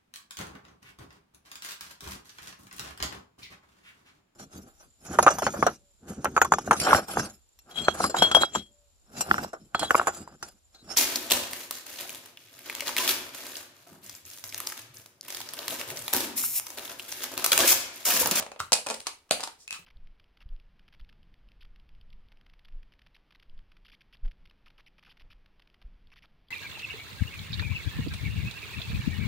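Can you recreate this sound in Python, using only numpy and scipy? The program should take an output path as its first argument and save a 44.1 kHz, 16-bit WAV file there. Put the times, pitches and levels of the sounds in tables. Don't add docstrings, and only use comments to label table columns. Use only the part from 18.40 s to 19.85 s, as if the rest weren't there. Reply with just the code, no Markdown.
import sys
import numpy as np
from scipy import signal
from scipy.fft import rfft, irfft
from scipy.io import wavfile
from scipy.ndimage import uniform_filter1d

SR = 44100
rng = np.random.default_rng(int(sys.argv[2]) if len(sys.argv) > 2 else 0)


def to_wav(s):
    ch = np.atleast_2d(s).T
    pcm = np.round(np.clip(ch, -1, 1) * 32767)
    wavfile.write(sys.argv[1], SR, pcm.astype(np.int16))


N = 63945
BURST_SAMPLES = 4096
HZ = np.fft.rfftfreq(BURST_SAMPLES, 1 / SR)
CARD_LAG_RAD, FRAME_LAG_RAD = .2, 1.6


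def amp(db):
    return 10 ** (np.asarray(db) / 20)


def curve(points, hz):
    f, value = np.transpose(points)
    return np.interp(np.log(hz + 1e-6), np.log(f), value)


def bell(centre_hz, width_oct):
    return np.exp(-.5 * (np.log2((HZ + 1) / centre_hz) / width_oct) ** 2)


def add(mix, s, sound):
    part = mix[:, max(round(s * SR), 0):][:, :sound.shape[1]]
    part += sound[:, :part.shape[1]]


def at_level(x, db):
    energy = (x ** 2).sum(1, keepdims=True) + 1e-20
    return x * amp(db) * np.sqrt(.005 * SR / energy)


def coloured(x, colour_db):
    log_gain = np.log(amp(np.maximum(colour_db, -100)))
    mirrored = np.concatenate([log_gain, log_gain[..., -2:0:-1]], -1)
    impulse = np.fft.ifft(np.exp(np.conj(signal.hilbert(mirrored)))).real
    return signal.fftconvolve(x, np.atleast_2d(impulse), axes=1)[:, :x.shape[1]]


def whitening_db(x, bins):
    power = (abs(rfft(x)) ** 2).mean(0)
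    uneven_db = 10 * np.log10(uniform_filter1d(power, size=bins) + 1e-12)
    return uneven_db.mean() - uneven_db


# f/Hz, coherence/1
NEAR_COHERENCE = [(150, .98), (600, .88), (2000, .5), (8000, .3)]
def stereo_noise(count, envelope=1, coherence=NEAR_COHERENCE):
    a, b = rfft(envelope * rng.standard_normal((2, count)))
    alike = np.clip(curve(coherence, np.fft.rfftfreq(count, 1 / SR)), -1, 1)
    mid, side = np.sqrt((1 + alike) / 2) * a, np.sqrt((1 - alike) / 2) * b
    return irfft(np.array([mid + side, mid - side]), count)


def steady(spectrum, db):
    gain = amp(curve(spectrum, np.fft.rfftfreq(N, 1 / SR)))
    x = irfft(rfft(stereo_noise(N)) * gain, N)
    return amp(db) * x / x.std()


def burst(colour_db, decay_s, db, attack_s=.00015, grain_db=3.5):
    t = np.arange(BURST_SAMPLES) / SR
    grains = amp(grain_db * np.repeat(rng.standard_normal(BURST_SAMPLES // 8), 8))
    envelope = grains * (1 - np.exp(-t / attack_s)) * np.exp(-t / decay_s)
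    x = stereo_noise(BURST_SAMPLES, envelope) * (1 - t / t[-1])
    return at_level(coloured(x, colour_db + whitening_db(x, bins=20)), db)


def ring(modes, db, lag_rad=CARD_LAG_RAD, full_lag_hz=2500, attack_s=.0007):
    t = np.arange(SR // 4) / SR
    x = 0
    for hz, mode_db, t60 in modes:
        behind = lag_rad * min(hz / full_lag_hz, 1) * np.array([[0], [1]])
        x = x + amp(mode_db - 60 * t / t60) * np.sin(2 * np.pi * hz * t - behind)
    onset = 1 - np.exp(-(t / attack_s) ** 2)
    return at_level(x * onset, db)


def from_left(x, delay_s=.00007):
    return np.array([x[0], np.pad(x[1], (round(delay_s * SR), 0))[:N]])


# f/Hz, level/dB
AIR_SPECTRUM = [(20, 1.5), (70, 8), (150, -7), (400, -0.5), (1000, -5), (3000, -10.5), (10000, -18.5),
                (16000, -23)]
def room_air():
    return steady(AIR_SPECTRUM, db=-69.5)


# f/Hz, coherence/1
TAIL_COHERENCE = [(150, .92), (500, .6), (1200, .3), (3000, 0)]
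# f/Hz, T60/s
TAIL_T60 = [(100, 0.44), (600, 0.23), (2000, 0.29), (6000, 0.25), (14000, 0.26)]
# f/Hz, level/dB
TAIL_SPECTRUM = [(100, -5), (600, -4), (2000, -4.5), (6000, -6.5), (14000, -5)]
# t/s, level/dB
REFLECTIONS = [(.0075, -31.5), (0.0088, -16.5)]
def room(x, delay_s=.0045, build_s=.003):
    count = 6 * BURST_SAMPLES
    hz, t, bands = signal.stft(stereo_noise(count, coherence=TAIL_COHERENCE), SR, nperseg=256)
    decay = amp(-60 * t / curve(TAIL_T60, hz)[:, None])
    tail = signal.istft(bands * decay, SR, nperseg=256)[1][:, :count]
    tail = tail * np.clip((np.arange(count) / SR - delay_s) / build_s, 0, 1)
    tail = coloured(tail, whitening_db(tail, bins=40))
    tail = coloured(tail / np.linalg.norm(tail[0]), curve(TAIL_SPECTRUM, HZ))
    out = signal.fftconvolve(x, tail, axes=1)[:, :N]
    for s, db in REFLECTIONS:
        add(out, s, amp(db) * x[::-1])
    return out


# t/s, duration/s, level/dB
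SKIN_STROKES = [(1.17, .1, -55.5)]
CARD_STROKES = [(0, 0.061, -44), (.189, 0.027, -34.5), (.49, 0.045, -57), (.645, 0.068, -46),
                (.89, 0.0079, -54), (.904, .0089, -43.5), (1.3, 0.089, -42)]
# f/Hz, level/dB
SKIN_SPECTRUM = [(100, -54.5), (3800, -0.5), (5200, 9.5), (9000, 4), (12000, -9), (16000, -17.5)]
CARD_SPECTRUM = [(30, -22.5), (250, -7), (600, -22), (1200, 11), (1800, -2.5), (2600, 4), (9000, -2.5),
                 (16000, -19.5)]
def friction(strokes, spectrum, grain_db):
    t = np.arange(N) / SR
    swell = sum(amp(db) * np.sin(np.pi * np.clip((t - s) / length, 0, 1)) ** 2
                for s, length, db in strokes)
    catch = uniform_filter1d(rng.standard_normal(N), size=50)
    grains = amp(grain_db * catch / catch.std())
    return steady(spectrum, 0) * swell * grains / np.sqrt(np.mean(grains ** 2))


# t/s, level/dB
LOW_TRANSIENTS = [(.0005, -47.5), (0.202, -39), (.237, -51), (.323, -49), (0.465, -54), (0.594, -59),
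                  (0.911, -44), (1.186, -65), (1.32, -54), (1.39, -50.5)]
# f/Hz, level/dB
LOW_SPECTRUM = [(25, -16.5), (85, 0.5), (170, -0.5), (250, -13.5), (450, -7.5), (2000, -22)]
def low_transients(decay_s=.0098):
    out = np.zeros((2, N))
    for s, db in LOW_TRANSIENTS:
        add(out, s, burst(curve(LOW_SPECTRUM, HZ), decay_s, db))
    return out


# f/Hz, level/dB
SCRAPE_SPECTRUM = [(100, -35), (900, -9), (2000, -5.5), (4400, 0.5), (5600, -1.5), (8500, 0), (10000, -5),
                   (12000, -13.5), (16000, -27)]
def scrape(decay_s, db, emphasis_db=0):
    return burst(curve(SCRAPE_SPECTRUM, HZ) + emphasis_db, decay_s, db)


# t/s, ring level/dB, click level/dB
FRAME_TICKS = [(.1175, -46.5, -51.5), (1.2782, -37.5, -42.5), (1.3074, -31.5, -35), (1.327, -36, -35)]
# f/Hz, level/dB, T60/s
FRAME_RESONANCES = [(2250, -5, .012), (2500, -5, .03), (2600, 0, .04), (6100, -5, .009)]
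def frame_ticks():
    out = np.zeros((2, N))
    for s, ring_db, click_db in FRAME_TICKS:
        add(out, s, ring(FRAME_RESONANCES, ring_db, FRAME_LAG_RAD))
        add(out, s, scrape(decay_s=.00079, db=click_db))
    return out


BUCKLE_S = .2021
# f/Hz, level/dB, T60/s
POP_RESONANCES = [(1200, -4, .018), (1320, 0, .018), (1700, -10, .01), (3850, -11, .009)]
def sheet_buckle():
    out = np.zeros((2, N))
    add(out, BUCKLE_S, ring(POP_RESONANCES, db=-28))
    add(out, BUCKLE_S, scrape(decay_s=.00082, db=-31.5))
    return out


# t/s, level/dB
TILE_RINGS = [(.3305, -22), (.4675, -33), (.5007, -32)]
# f/Hz, level/dB, T60/s
TILE_RESONANCES = [(515, -8, .22), (615, -6, .25), (824, -1, .22), (2460, 13, .045), (2510, 2, .2),
                   (4857, -4, .22), (5973, -4, .24), (7432, -7, .24)]
SHEET_RESONANCES = [(1110, -4, .17), (1217, 0, .15), (1308, -5, .11)]
def lingering_tones():
    out = np.zeros((2, N))
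    for s, db in TILE_RINGS:
        add(out, s, ring(TILE_RESONANCES, db))
    add(out, BUCKLE_S, ring(SHEET_RESONANCES, db=-31.5))
    return out


# t/s, knock level/dB, knock f/Hz, scrape level/dB, scrape f/Hz, its decay/s
LANDINGS = [(.0003, -34, 643, -35, 6860, 0.0032), (.007, -39, 730, -36.5, 6000, .009),
            (0.0221, -37, 704, -66, 3000, 0.0027), (.025, -37.5, 625, -40, 3800, 0.0016),
            (.064, -38, 620, -47, 6150, 0.0027), (.1170, -39.5, 653, -50, 6200, 0.0032),
            (0.1609, -44, 630, -62, 5000, 0.0013), (.352, -33.5, 1120, -61, 3000, .0015),
            (0.386, -38.5, 638, -52, 3000, 0.0019), (0.4636, -33, 770, -38, 8560, 0.0019),
            (0.4678, -31.5, 745, -31.5, 9200, .0013), (.487, -36, 610, -32, 5600, 0.006),
            (0.5003, -29.5, 691, -29, 7260, 0.0018), (0.5075, -33, 648, -32, 9000, 0.0016),
            (.5115, -31.5, 663, -33, 8500, 0.00088), (0.5418, -39, 624, -34.5, 4900, 0.0018),
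            (.546, -40.5, 643, -37.5, 8700, 0.00073), (0.6004, -60, 630, -44.5, 8100, 0.004),
            (0.6039, -68, 710, -39.5, 9350, 0.0013), (.615, -58.5, 650, -48.5, 8900, 0.0013),
            (0.996, -36.5, 750, -44, 4460, 0.0016), (1.0048, -39, 720, -32.5, 4740, 0.009),
            (1.031, -37, 840, -38, 4500, 0.0033), (1.0359, -34, 935, -27.5, 5000, 0.0045),
            (1.0742, -37.5, 895, -39, 4080, .0023)]
# f/(knock f), level/dB
KNOCK_SPECTRUM = [(.06, -38.5), (.22, -18.5), (.36, -7), (.5, -13.5), (.85, 3.5), (1.15, -0.5), (1.6, -4.5),
                  (2.7, -13.5), (3.7, -10.5), (5.3, -15.5), (14, -44)]
def tile_landings(knock_decay_s=.0036):
    out = np.zeros((2, N))
    for s, knock_db, knock_hz, scrape_db, scrape_hz, decay_s in LANDINGS:
        add(out, s, burst(curve(KNOCK_SPECTRUM, HZ / knock_hz), knock_decay_s, knock_db))
        add(out, s, scrape(decay_s, scrape_db, emphasis_db=6 * bell(scrape_hz, width_oct=.085)))
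    return out


# t/s, crack level/dB, crack f/Hz, crack decay/s, dip or peak above crack f/dB,
# thock level/dB, thock f/Hz, ring level/dB, ring f/Hz, left minus right/dB, level into the room/dB
FRACTURES = [(.3200, -18.5, 6800, 0.0025, -14, -23, 590, -25.5, 875, 0.5, -4),
             (0.33, -12, 5540, 0.0053, 4.5, -45, 580, -38, 520, 0.5, -1.5),
             (.3360, -18, 8230, 0.002, -4, -32.5, 596, -25.5, 4830, -5.5, -2.5),
             (0.6686, -25.5, 4540, 0.0048, 4, -31, 967, -49.5, 924, 0.5, 0),
             (.9097, -17, 3660, 0.0027, -15, -20, 581, -33, 4390, -0.5, 0.5),
             (.9200, -28.5, 9500, 0.0034, 4.5, -41, 620, -28.5, 4640, 2.5, 3)]
# f/Hz, level/dB
CRACK_SPECTRUM = [(100, -47.5), (700, -16.5), (1700, -12), (2500, 0.5), (3200, -4), (4600, 1), (5300, -2.5),
                  (7000, -2.5), (9500, 0.5), (12000, -13.5), (16000, -26.5)]
# f/(thock f), level/dB
THOCK_SPECTRUM = [(.06, -22.5), (.2, -20.5), (.38, -4.5), (.55, -10), (.85, 0), (1.17, 7.5), (1.55, -8.5),
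                  (2.4, -4.5), (4, -20.5), (14, -36)]
def bridge_snaps(thock_decay_s=.0032, ring_t60_s=.019):
    direct, to_room = np.zeros((2, 2, N))
    for (s, crack_db, crack_hz, decay_s, upper_db,
         thock_db, thock_hz, ring_db, ring_hz, pan_db, room_db) in FRACTURES:
        emphasis_db = 5.5 * bell(crack_hz, width_oct=.4)
        emphasis_db += upper_db * bell(1.39 * crack_hz, width_oct=.092)
        crack = burst(curve(CRACK_SPECTRUM, HZ) + emphasis_db, decay_s, crack_db)
        thock = burst(curve(THOCK_SPECTRUM, HZ / thock_hz), thock_decay_s, thock_db)
        tone = ring([(ring_hz, 0, ring_t60_s)], ring_db)[:, :BURST_SAMPLES]
        snap = (crack + thock + tone) * amp([[pan_db / 2], [-pan_db / 2]])
        add(direct, s, snap)
        add(to_room, s, amp(room_db) * snap)
    return direct, to_room


def scene():
    handling = tile_landings() + sheet_buckle() + low_transients() + frame_ticks()
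    handling += friction(SKIN_STROKES, SKIN_SPECTRUM, grain_db=1.5)
    handling += friction(CARD_STROKES, CARD_SPECTRUM, grain_db=3)
    snaps, snaps_to_room = bridge_snaps()
    direct = from_left(snaps + handling + lingering_tones())
    return direct + room(from_left(snaps_to_room + handling)) + room_air()


def record(dry):
    ceiling, cutoff_hz = .9, 16300
    rounded = dry / (1 + (dry / ceiling) ** 8) ** (1 / 8)
    low_pass = signal.firwin(255, cutoff_hz, window=("kaiser", 9), fs=SR)
    return signal.oaconvolve(rounded, low_pass[None], "same")


dry = scene()
out = record(dry)
to_wav(out)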